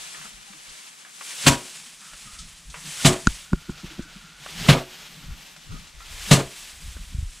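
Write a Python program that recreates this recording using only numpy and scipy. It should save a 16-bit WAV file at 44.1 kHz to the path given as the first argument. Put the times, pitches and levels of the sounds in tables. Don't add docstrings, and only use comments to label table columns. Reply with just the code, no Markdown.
import sys
import numpy as np
from scipy import signal
from scipy.fft import rfft, irfft, next_fast_len
from scipy.io import wavfile
from scipy.ndimage import map_coordinates

SR = 44100
rng = np.random.default_rng(int(sys.argv[2]) if len(sys.argv) > 2 else 0)


def voltage_ratio(level):
    return 10 ** (np.asarray(level, float) / 20)


def materialize(psi):
    bounded = np.clip(np.atleast_2d(psi).T, -1, 1)
    quanta = np.round(bounded * 32767).astype(np.int16)
    wavfile.write(sys.argv[1], SR, quanta)


N = 326340
STEP = 32
CENTRE = np.array([[1], [0]])

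# [start_s, peak_db, thud_db, knock_db, spray_db]
BLOWS = [
    (1.4635, -6, -9.5, -6.5, -9),
    (3.0466, -5, -9.5, -9, -7.5),
    (4.6848, -4, -6.5, -10, -19.5),
    (6.3095, -6, -6, -5, -9.5),
]
# [pitch_hz, level_db, t60_s]
PLANK_BENDS = [(159.5, -1.5, 0.13), (135.1, -3.5, 0.22), (184.8, -9, .18), (108, -12, 0.18)]
# [pitch_hz, level_db, t60_s]
PLANK_RINGS = [(253.7, 3.5, 0.17), (295, -0.5, 0.22), (366, -3.5, .37), (428, -10.5, 0.28), (477, -6, 0.2),
               (545, -7, 0.29), (572, 0, .07), (717, -3, 0.15), (603, -9, 0.24), (666.2, -7.5, 0.29),
               (785, -13, 0.23), (965, -8.5, 0.22), (1088, -11, 0.2), (1205, -9.5, .22)]
# [blow1_db, blow2_db, blow3_db, blow4_db]
SPOT_BENDS = [(0, -.5, .1, 1), (1, -.5, .1, 0.46), (-6, .5, .1, 1.5), (2, .1, .1, .1)]
# [blow1_db, blow2_db, blow3_db, blow4_db]
SPOT_RINGS = [(5, 6, 1, -0.5), (2.5, 3, -3.5, -0.2), (-.5, .1, 2.5, -6), (-1.5, 4.5, 2.5, 4.5),
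              (-2.5, -3, 2, 2), (4, -9, 4, -1), (3.5, -11, 3, 9), (-2, 0, 4, -3), (-6, -4.5, -5, 3),
              (-3, 7.5, 9.5, 7), (-2.5, 3.5, 4, -4), (6, 2.5, -11, -5), (7.5, 1, 5, -4), (-5, 4, 6, -1)]
LOADING = (.01, .008, .006, .006)
# [delay_s, thud_db, knock_db]
REBOUNDS = [(.056, -15, -13), (.056, -10, -8.5), (.062, -10.5, -9), (.066, -15, -11)]
# [freq_hz, level_db per Hz]
SPRAY_COLOUR = [(100, -61), (200, 3.5), (400, -6.5), (700, -3.5), (1300, -3), (1900, -3), (2800, -0.5),
                (4200, -3), (5600, -5.5), (8000, -1.5), (9000, -8), (10300, -8), (11300, -18.5),
                (13000, -17), (15500, -29.5)]
# [at_800hz_db, at_4khz_db, stalks_keep_arriving_s]
SPRAY_SHAPE = [(-1.5, .5, .02), (-2.5, 0.6, 0.019), (-2, -1, 0.019), (0.5, 0.9, 0.022)]
# [freq_hz, t60_s]
SPRAY_FADE = [(250, 0.42), (700, 0.35), (2000, 0.28), (5000, 0.2), (9000, 0.22), (14000, 0.17)]
# [freq_hz, level_db per Hz]
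TIPS_COLOUR = [(60, -40), (130, 3.5), (400, -7.5), (1000, -22), (4000, -28), (9000, -17.5), (12000, -57)]
# [freq_hz, level_db per Hz]
SMACK_COLOUR = [(300, -30), (600, -6), (1100, -5), (1700, -5.5), (2500, -0.5), (3600, -1), (5000, -9),
                (8000, -26)]
SMACK_LEVELS = (-8, -8, -9.5, -10)
# [freq_hz, level_db per Hz]
RATTLE_COLOUR = [(150, -30.5), (300, 0.5), (600, 0.5), (1000, -4.5), (1600, -12.5), (3000, -35.5)]
RATTLE_LEVELS = (-25, -23.5, -24, -25)

# [freq_hz, level_db per Hz]
STALKS_COLOUR = [(180, -39), (300, -11), (572, -9.5), (725, -7.5), (1050, -6), (1310, -5.5), (2300, -1),
                 (3260, .6), (7000, -9), (9100, -37), (15400, -120)]
# [freq_hz, level_db per Hz]
EARS_COLOUR = [(2000, -89.5), (3500, -14), (5000, -5), (6500, -3.5), (8300, -0.5), (9000, -6.5),
               (10300, -3), (11200, -19), (13000, -45.5), (15000, -88)]
# [freq_hz, level_db per Hz]
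CHAFF_COLOUR = [(8000, -90.5), (9500, -29), (11500, -2), (13000, -1.5), (14500, -6), (15600, -12)]
# [start_s, ears_db, chaff_db]
TURNING = [(0, 0, -19), (.55, -1.5, -20), (1.2, 1, -17), (2.3, 2, -19), (2.85, 1, -17.5), (3.3, 1.5, -18.5),
           (3.55, -2.5, -16), (3.8, -10, -21.5), (4.4, -5.5, -20.5), (4.66, -7.5, -18), (4.85, -6.5, -15.5),
           (5.05, -8, -17), (5.4, -7, -16), (5.8, -6, -20), (6.3, -2.5, -16), (6.6, -0.5, -15.5),
           (7.05, -1, -16), (7.4, 3, -17)]
# [before_blow_s, level_db]
DOWNSWING = [(0, 0.5), (.06, -4.5), (.19, -9.5), (.32, -20.5), (.42, -45)]
# [end_level_db, length as a ratio of the usual]
SWISHES = [(-33.5, 0.98), (-33.5, 0.93), (-32, 0.94), (-34, 0.94)]
# [middle_s, level_db, half_length_s]
LIFTS = [(.08, -44.5, 0.19), (.72, -50.5, 0.18), (1.737, -46, .14), (2.2, -51.5, 0.22),
         (3.333, -44.5, 0.093), (3.855, -49.5, 0.16), (4.15, -56.5, 0.18), (5.025, -47, .14),
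         (5.4, -51.5, 0.19), (5.75, -53, 0.11), (6.587, -46, 0.098), (6.9, -51, 0.19)]
# [start_s, peak_db, t60_s]
SHAKES = [
    (0.691, -26, 0.098),
    (2.385, -21.5, 0.25),
    (2.698, -25, 0.14),
    (3.699, -27.5, 0.1),
    (3.7963, -31, 0.12),
    (4.0203, -28, 0.12),
    (5.5615, -31, 0.13),
    (5.8694, -31, 0.12),
    (6.8194, -27, 0.036),
    (2.133, -28, .08),
]
# [start_s, peak_db, pitch_hz, t60_s]
STICKS = [(0.146, -33, 1660, 0.21), (0.214, -35, 1420, 0.11), (0.254, -34.5, 1280, 0.089),
          (0.532, -40, 1290, 0.09), (1.049, -36, 1600, 0.25), (1.209, -28, 1130, 0.082),
          (2.017, -42, 1680, 0.09), (2.133, -34.5, 1380, 0.1), (2.742, -25, 1090, 0.23),
          (4.461, -26, 1230, 0.051), (5.564, -38.5, 1700, 0.067), (5.87, -42, 1580, 0.076),
          (6.005, -37, 1320, 0.09), (6.819, -44, 1000, 0.1), (6.967, -38, 1535, 0.11)]

# [start_s, push_db, ring_db, push_length_s, shiver_db]
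TAPS = [
    (3.2713, -4.5, -6, 0.0012, -23.5),
    (3.532, -6.5, -23, .0012, -23),
    (3.696, -20.5, -37, 0.0011, -31),
    (3.843, -30, -47, 0.0015, -32),
    (3.992, -21, -42, 0.00084, -27.5),
    (4.165, -47, -55, .0011, -46),
    (6.965, -36, -52, 0.00043, -53),
]
# [panel_db, knock_db, knock_hz]
TAP_CONTACTS = [(-27, -15, 1230), (-19.5, -20, 1100), (-35, -35, 1020), (-34, -45, 900), (-35, -36, 620),
                (-50, -56, 900), (-55, -49, 950)]
# [freq_hz, width_hz, level_db]
HOUSING = [(1420, 110, 0), (2550, 1400, -8.5), (4770, 700, -4.5), (6260, 1400, -6.5), (7750, 1300, -6.5)]
# [freq_hz, level_db per Hz]
SWAY_COLOUR = [(15, -7), (30, 6.5), (60, -0.5), (95, -7), (150, -51), (300, -120)]
# [freq_hz, level_db per Hz]
CREAK_COLOUR = [(40, -57), (80, -16), (115, -12), (150, 4.5), (220, -7.5), (300, -15), (450, -42),
                (900, -120)]
# [start_s, level_db]
GRIP = [(0, -73), (.55, -72), (.8, -82), (1.3, -82), (1.9, -75), (2.2, -66.5), (4.0, -59), (4.4, -64.5),
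        (5.0, -63.5), (5.6, -65.5), (6.6, -65.5), (7.4, -63)]
# [middle_s, time_to_lose_10db_s, sway_db, creak_db]
SHIFTS = [(.03, 0.06, -65.5, -55.5), (.22, 0.06, -61, -56.5), (.36, 0.03, -57, -62), (.52, 0, -66, -60),
          (.7, .025, -53, -70), (1.42, .04, -72, -56), (1.82, .08, -75, -56), (2.14, 0.02, -49.5, -58.5),
          (2.27, .035, -52.5, -54), (2.43, 0.07, -41, -52), (2.7, 0.04, -41, -55), (2.87, 0.12, -60, -50),
          (3.92, 0.07, -60.5, -49), (4.17, 0.16, -54, -58), (4.47, 0.2, -59.5, -58),
          (4.62, 0.06, -37, -36.5), (5.24, 0.13, -52, -46.5), (5.31, .035, -31.5, -49),
          (5.74, 0.05, -41, -43.5), (5.8, .04, -44, -54), (5.96, .06, -46, -67), (6.14, 0.13, -39, -64),
          (6.45, 0.05, -42, -58), (6.86, .06, -37, -51), (6.99, .14, -37, -53), (7.15, 0.03, -36, -41),
          (7.22, 0.05, -32, -53)]
# [start_s, length_s, level_db, ring_hz]
RUBS = [(.16, .11, -50, 1300), (2.03, 0.11, -48.5, 1350), (2.26, .16, -51, 1270), (2.728, .05, -54, 1380),
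        (3.46, .2, -53, 1400), (3.662, .3, -50.5, 1390), (3.998, 0.096, -46, 1450),
        (4.11, .36, -51.5, 1400), (4.94, .12, -57, 1380), (5.231, .12, -53.5, 1400),
        (5.72, 0.053, -53, 1250), (5.99, .12, -58, 1350), (6.95, .03, -52, 1380)]
# [start_s, peak_db, pitch_hz, t60_s]
THUMPS = [(0.342, -44, 40, 0.14), (0.39, -50, 42, 0.1), (0.689, -50, 45.8, 0.11), (2.408, -39, 45.8, 0.12),
          (2.654, -40, 45.8, 0.12), (5.284, -30, 132, 0.12), (5.319, -33, 53.8, 0.14),
          (5.692, -27, 89.5, 0.13), (6.109, -34, 49, 0.11), (6.874, -27, 70, .1), (7.01, -29, 40, 0.22),
          (7.146, -12, 54.6, .07), (7.185, -7.5, 58, 0.055), (7.211, -16, 50, .08),
          (7.227, -11.5, 65, 0.061), (7.257, -23, 35, 0.18)]
# [start_s, peak_db, pitch_hz, swell_s]
NUDGES = [(.247, -49, 210, .007), (.316, -56, 205, .007), (.48, -53, 800, .01), (.501, -45.5, 196, .007),
          (.54, -55, 310, .008), (.683, -56, 150, .004), (1.44, -43, 151, .012), (1.865, -53.5, 234, .007),
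          (2.012, -57, 207, .007), (2.054, -54, 188, .008), (2.26, -47, 121, .007),
          (2.27, -46.5, 1240, .008), (2.388, -47, 1290, .007), (2.66, -39, 50, .01), (2.69, -50, 145, .01),
          (2.764, -48, 145, .015), (2.854, -43, 145, .015), (3.0, -39, 1450, .004), (3.908, -47, 170, .008),
          (3.905, -45.5, 320, .01), (3.99, -33, 335, .006), (4.05, -49, 300, .006), (4.087, -49, 164, .007),
          (4.158, -43, 188, .008), (4.236, -48, 180, .009), (4.451, -52, 172, .008),
          (4.604, -37, 110, .012), (4.645, -37.5, 420, .012), (4.66, -29.5, 130, .005),
          (4.664, -29.5, 1290, .002), (5.161, -44, 148, .01), (5.278, -39, 140, .008),
          (5.575, -53, 170, .007), (5.696, -40, 130, .007), (5.75, -48, 1250, .008), (6.27, -40, 200, .01),
          (6.015, -46, 1350, .006), (7.142, -34, 140, .006), (3.272, -27, 4700, .0008),
          (6.82, -41, 4800, .002), (3.692, -33.5, 350, .005), (3.528, -27, 370, .005),
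          (3.531, -33.5, 560, .003), (3.84, -43, 340, .004), (3.088, -24, 366, .02),
          (6.314, -17, 680, .007)]

# [freq_hz, level_db per Hz]
AIR_COLOUR = [(60, -90), (130, -3.5), (220, 4), (400, -8), (600, -7.5), (1200, -2), (3000, -0.5),
              (8000, -6), (15000, -29.5)]
# [freq_hz, in_step, quarter_cycle_late, unrelated]
PORTS = [(40, .3, 0, .9), (150, .25, .3, 0.8), (600, 0.63, -0.6, 1), (1250, 0.08, -0.82, 0.93),
         (2500, 0, -0.52, 0.4), (4000, .07, 0.0046, 0.31), (6000, 0.32, .1, 0.55), (8000, 0.023, .12, 0.66),
         (10000, 0.25, .1, 0.9), (13000, .6, -.05, 0.55)]
# [start_s, below_4khz_db, above_4khz_db]
WIDTH = [(0, -.5, 2), (1.15, -1, -0.5), (1.5, -11, -10), (1.75, -16, -14.5), (2.3, -22, -18),
         (3.05, -25, -16), (3.4, -30, -16), (3.95, -21, -12), (4.5, -24.5, -17), (4.85, -39, -17),
         (5.15, -17, -7.5), (5.72, -4.5, -1), (5.95, -9.5, -4), (6.33, -18, -13.5), (6.75, -23.5, -16),
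         (7.3, -29.5, -16)]


def unit(x):
    return x / np.sqrt(np.mean(x ** 2) + 1e-20)


def decay(t, t60):
    return voltage_ratio(-60 * t / t60)


def swell(t, rise):
    return 1 - np.exp(-t / rise)


def bell(x):
    return np.exp(-x ** 2)


def place(out, s, sound):
    out[..., round(s * SR):][..., :sound.shape[-1]] += sound


def along(points, hz):
    f, v = np.transpose(points)
    return np.interp(np.log(hz + 1), np.log(f + 1), v)


def curves(table):
    s, *cols = np.transpose(table)
    return [np.interp(np.arange(N) / SR, s, c) for c in cols]


def together(parts_db):
    total_db = 10 * np.log10(sum(voltage_ratio(db) ** 2 for db in parts_db))
    return np.interp(np.arange(N), np.arange(0, N, STEP), total_db)


def wobble(rate):
    knots = rng.standard_normal(int(N * rate / SR) + 4)
    return map_coordinates(knots, [np.arange(N) * rate / SR])


def filtered(x, response):
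    m = next_fast_len(x.shape[-1] + 8192)
    return irfft(rfft(x, m) * response(np.fft.rfftfreq(m, 1 / SR)), m)[..., :x.shape[-1]]


def resonances(modes):
    return lambda f: sum((-1) ** k * voltage_ratio(db) * 1j * f * w / (c * c - f * f + 1j * f * w)
                         for k, (c, w, db) in enumerate(modes))


def crackle(spectrum, size, spread_db):
    scatter = voltage_ratio(spread_db * np.minimum(rng.exponential(size=size), 5))
    grains = rng.standard_normal((2, size)) * scatter
    return unit(filtered(grains, lambda hz: voltage_ratio(along(spectrum, hz))))


def ringing(modes, spot_db, t, rise, late_db, scatter_db, landing, again_s, again_db):
    first = sum((-1) ** k * voltage_ratio(db + spot_db[k]) * decay(t, t60) * np.sin(2 * np.pi * hz * t)
                for k, (hz, db, t60) in enumerate(modes))
    late = np.zeros(len(t))
    late[(rng.uniform(0, landing, 6) * SR).astype(int)] = voltage_ratio(rng.normal(late_db, scatter_db, 6))
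    late[round(again_s * SR)] += voltage_ratio(again_db)
    return (first + signal.fftconvolve(first, late)[:len(t)]) * swell(t, rise)


def grain_spray(t, body_db, bright_db, hold, spray_db):
    hz, frames, z = signal.stft(crackle(SPRAY_COLOUR, size=len(t), spread_db=1.5), SR, nperseg=256)
    arriving = hold * along([(1000, 0.64), (2800, 0.46), (6000, 1.21)], hz)[:, None]
    after = np.maximum(frames - arriving, 0)
    tilt = [(800, body_db), (2200, .3), (4000, bright_db), (8000, spray_db + 5.5),
            (13000, 0.42 * spray_db + 1.5)]
    fade = decay(after, along(SPRAY_FADE, hz)[:, None])
    fade = fade + 0.51 * decay(after, 0.17) + .5 * decay(frames, 0.083)
    z = z * voltage_ratio(along(tilt, hz)[:, None]) * fade
    return signal.istft(z, SR, nperseg=256)[1][:, :len(t)] * swell(t, 0.003)


def blows():
    out, t = np.zeros((2, N + SR)), np.arange(SR // 2) / SR
    brush = 1300
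    for k, (s, db, thud_db, knock_db, spray_db) in enumerate(BLOWS):
        again_s, thud_again_db, knock_again_db = REBOUNDS[k]
        spray = voltage_ratio(db - 9.5) * grain_spray(t, *SPRAY_SHAPE[k], spray_db)
        boom = ringing(PLANK_BENDS, np.transpose(SPOT_BENDS)[k], t, rise=LOADING[k], late_db=-9,
                       scatter_db=1.2, landing=.001, again_s=again_s, again_db=thud_again_db)
        ring = ringing(PLANK_RINGS, np.transpose(SPOT_RINGS)[k], t, rise=0.0043, late_db=-13.5,
                       scatter_db=4.5, landing=.035, again_s=again_s, again_db=knock_again_db)
        plank = voltage_ratio(db + knock_db - 6.5) * ring - voltage_ratio(db + thud_db + 1.3) * boom
        puff = crackle(SWAY_COLOUR, size=len(t), spread_db=5)
        puff = voltage_ratio(db - 15) * decay(t, 0.25) * swell(t, 0.013) * puff
        lumps = voltage_ratio(2.14 * wobble(67.6)[:len(t)])
        place(out, s, lumps * spray + (plank + puff) * CENTRE)
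        tips = crackle(TIPS_COLOUR, size=brush, spread_db=3)
        start = round(s * SR)
        out[:, start - brush:start] += voltage_ratio(db - 22.5) * (t[:brush] / t[brush]) ** 2 * tips
    return out[:, :N]


def breaking_stems(t):
    life = np.arange(300) / SR
    when, size = rng.exponential(size=(70, 1)), rng.exponential(size=(70, 1))
    hz = 2580 * np.exp(.55 * rng.standard_normal((70, 1)))
    level = voltage_ratio(-18.5 + 3.5 * np.minimum(size, 3) - 9 * when)
    snaps = level * np.sin(2 * np.pi * hz * life) * np.exp(-life * hz / 2.8)
    start = np.minimum(when * .045 * SR, len(t) - 400).astype(int)
    at = start + np.arange(len(life))
    return np.bincount(at.ravel(), snaps.ravel(), len(t))


def smacks():
    out, t = np.zeros((2, N + SR)), np.arange(SR // 3) / SR
    rise = .024
    for (s, db, *_), smack_db, rattle_db, (late, *_) in zip(BLOWS, SMACK_LEVELS, RATTLE_LEVELS, REBOUNDS):
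        smack = crackle(SMACK_COLOUR, size=len(t), spread_db=3)
        smack = voltage_ratio(smack_db) * decay(t, .075) * swell(t, .0015) * smack
        u = np.maximum(t - late + rise, 0) / rise
        shake = voltage_ratio(rattle_db + 2.5 * wobble(60.6)[:len(t)]) * u * np.exp(1 - u)
        rattle = shake * crackle(RATTLE_COLOUR, size=len(t), spread_db=3)
        place(out, s, voltage_ratio(db) * (smack + rattle + breaking_stems(t) * CENTRE))
    return out[:, :N]


def motion():
    t = np.arange(0, N, STEP) / SR
    before, swell_db = np.transpose(DOWNSWING)
    parts = [-54 + 0 * t]
    parts += [db - 10 * ((t - s) / half) ** 2 / 2 for s, db, half in LIFTS]
    for (s, *_), (db, stretch) in zip(BLOWS, SWISHES):
        downswing = db + np.interp((s - t) / stretch, before, swell_db)
        settling = -36 - 10 * (t - s) / .12
        parts.append(np.where(t < s, downswing, settling))
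    return together(parts)


def straw():
    ears_db, chaff_db = curves(TURNING)
    flutter = motion() + .7 * wobble(14) + .8 * wobble(45)
    stalks = crackle(STALKS_COLOUR, size=N, spread_db=2.5)
    stalks = voltage_ratio(1.5 + flutter + .6 * wobble(30)) * stalks
    butts = filtered(stalks, lambda hz: 1 / (1 + (hz / 790) ** 4))
    stalks = stalks + (voltage_ratio(-2.5 - 0.67 * ears_db) - 1) * butts
    ears = crackle(EARS_COLOUR, size=N, spread_db=2.5)
    ears = voltage_ratio(ears_db + .6 + flutter + .6 * wobble(30)) * ears
    chaff = voltage_ratio(chaff_db + 4.9 + flutter) * crackle(CHAFF_COLOUR, size=N, spread_db=3.5)
    return stalks + ears + chaff


def shakes():
    out, t = np.zeros((2, N + SR)), np.arange(SR // 4) / SR
    colour = [(1500, -40), (3000, 0.5), (5000, 1.5), (8500, -0.5), (10500, -15), (13000, -40)]
    for s, db, t60 in SHAKES:
        shower = crackle(colour, size=len(t), spread_db=1.0)
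        place(out, s, voltage_ratio(db - 15.5) * decay(t, t60) * swell(t, 0.0026) * shower)
    return out[:, :N]


def sticks():
    out, t = np.zeros(N + SR), np.arange(SR // 5) / SR
    for s, db, hz, t60 in STICKS:
        burst = rng.standard_normal(len(t)) * (decay(t, 0.017) + 1.05 * decay(t, t60))
        modes = [(hz, 0.49 * hz, 0), (2.47 * hz, 0.67 * hz, -5), (.5 * hz, 0.41 * hz, -9)]
        wood = filtered(burst, resonances(modes))
        wood = filtered(wood, lambda f: 1 / (1 + (f / 4000) ** 4) / (1 + (380 / (f + 1)) ** 6))
        place(out, s, voltage_ratio(db) * wood / np.abs(wood).max())
    return out[:N]


def taps():
    lead = .03
    out, t = np.zeros(N + SR), np.arange(SR // 10) / SR - lead
    u = t - .0028
    panel = resonances([(182, 128, 0), (355, 160, -3.5)])
    for (s, push_db, ring_db, length, shiver_db), (panel_db, knock_db, knock_hz) in zip(TAPS, TAP_CONTACTS):
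        dent = -bell(u / length) + 0.3 * bell((u - .007) / 0.0065)
        dent = dent + 0.22 * bell((u + 0.0018) / 0.0012) - 0.077 * bell((u - .019) / .006)
        swing = -np.cos(2 * np.pi * 185 * u) * bell(u / 0.0088)
        shiver = unit(filtered(rng.standard_normal(len(t)), lambda f: panel(f) ** 2)) * bell(u / 0.0099)
        touch = swell(np.maximum(t, 0), 0.00022)
        contact = .25 * rng.standard_normal(len(t)) * touch * decay(np.abs(t), 0.0072)
        contact = contact + (np.abs(t) == np.abs(t).min())
        shell = np.sin(2 * np.pi * HOUSING[0][0] * t) * touch * bell(t / 0.0046)
        knock = np.sin(2 * np.pi * knock_hz * t) * bell((t - .0006) / 0.00098)
        snap = filtered(contact, resonances(HOUSING[1:]))
        snap = filtered(snap, lambda f: 1 / (1 + (f / 9500) ** 8))
        snap_db = 2.5 + 1.3 * ring_db
        tap = voltage_ratio(push_db - 0.6) * dent + voltage_ratio(panel_db) * swing + voltage_ratio(shiver_db - 4.5) * shiver
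        tap = tap + voltage_ratio(ring_db) * shell + voltage_ratio(knock_db) * knock
        tap = tap + voltage_ratio(snap_db) * snap / np.abs(snap).max()
        place(out, s - lead, tap)
    return out[:N]


def handling():
    t, grip_db = np.arange(0, N, STEP) / SR, curves(GRIP)[0][::STEP]
    sway, creak = [grip_db], [-64 + .7 * (grip_db + 66)]
    rocks = [(s + 0.035, .04, -33.5 + .5 * db, -47 + .25 * db) for s, db, *_ in TAPS[:5]]
    for s, fall, sway_db, creak_db in list(SHIFTS) + rocks:
        sway.append(sway_db - 10 * np.abs(t - s) / fall)
        creak.append(creak_db - 10 * np.abs(t - s) / fall)
    slide = [-80 + 0 * t]
    for s, length, db, _ in RUBS:
        inside = np.minimum(t - s, s + length - t)
        slide.append(db + 10 * np.minimum(inside / 0.019, 0))
    return together(sway), together(creak), together(slide)


def hand():
    sway_db, creak_db, slide_db = handling()
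    shell_hz = 1380
    sway = voltage_ratio(sway_db) * unit(voltage_ratio(2.2 * wobble(23)) * crackle(SWAY_COLOUR, size=N, spread_db=2))
    creak = voltage_ratio(creak_db) * unit(voltage_ratio(2.5 * wobble(27)) * crackle(CREAK_COLOUR, size=N, spread_db=1.5))
    shell = resonances([(shell_hz, 250, 0)])
    rub = unit(filtered(rng.standard_normal(N), lambda f: shell(f) ** 2))
    s, length, _, hz = np.transpose(RUBS)
    moved_hz = np.interp(np.arange(N) / SR, s + length / 2, hz) - shell_hz
    rub = np.real(signal.hilbert(rub) * np.exp(2j * np.pi * np.cumsum(moved_hz) / SR))
    return sway + creak + voltage_ratio(slide_db - 6.0 + .8 * wobble(24)) * rub * CENTRE


def scuff():
    stroke = np.interp(np.arange(N) / SR, [5.7, 5.71, 5.77, 5.8], [0, 1, 1.0, 0])
    shell = resonances([(414, 100, -3.5), (1290, 170, -2.5)])
    skin = unit(filtered(rng.standard_normal(N), lambda f: shell(f) ** 2))
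    return voltage_ratio(-53) * stroke * skin * np.array([[1], [-2.2]])


def thumps():
    out, t = np.zeros(N + SR), np.arange(SR // 4) / SR
    for s, db, hz, t60 in THUMPS:
        turns = hz * (0.76 * t + 0.44 * .03 * swell(t, 0.025))
        place(out, s, voltage_ratio(db) * decay(t, t60) * swell(t, 0.0057) * np.sin(2 * np.pi * turns))
    return out[:N]


def nudges():
    out, t = np.zeros(N + SR), np.arange(SR // 8) / SR
    for s, db, hz, rise in NUDGES:
        place(out, s, voltage_ratio(db) * t / rise * np.exp(1 - t / rise) * np.sin(2 * np.pi * hz * t))
    return out[:N]


def air():
    return voltage_ratio(-56) * crackle(AIR_COLOUR, size=N, spread_db=-2.0)


def scene():
    middle = (sticks() + taps() + thumps() + nudges()) * CENTRE
    return blows() + smacks() + straw() + shakes() + middle + hand() + scuff() + air()


def roll_off(x):
    return signal.sosfilt(signal.butter(12, 15600, fs=SR, output="sos"), x)


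def record(dry):
    port_hz, in_step, late, unrelated = np.transpose(PORTS)

    def share(v, hz):
        return along(np.transpose([port_hz, v]), hz)

    centre, cross = filtered(dry, lambda hz: hz < 15600)
    side = filtered(centre, lambda hz: share(in_step, hz) + 1j * share(late, hz))
    side = side + filtered(cross, lambda hz: share(unrelated, hz))
    low = filtered(side, lambda hz: hz < 4000)
    top = filtered(side, lambda hz: hz > 12000)
    low_db, high_db = curves(WIDTH)
    side = voltage_ratio(low_db) * low + voltage_ratio(high_db) * (side - low - top) + top
    x = np.array([centre + side, centre - side])
    x = x / (1 + np.abs(x / 1.1) ** 10) ** (1 / 10)
    return roll_off(x)


dry = scene()
out = record(dry)
materialize(out)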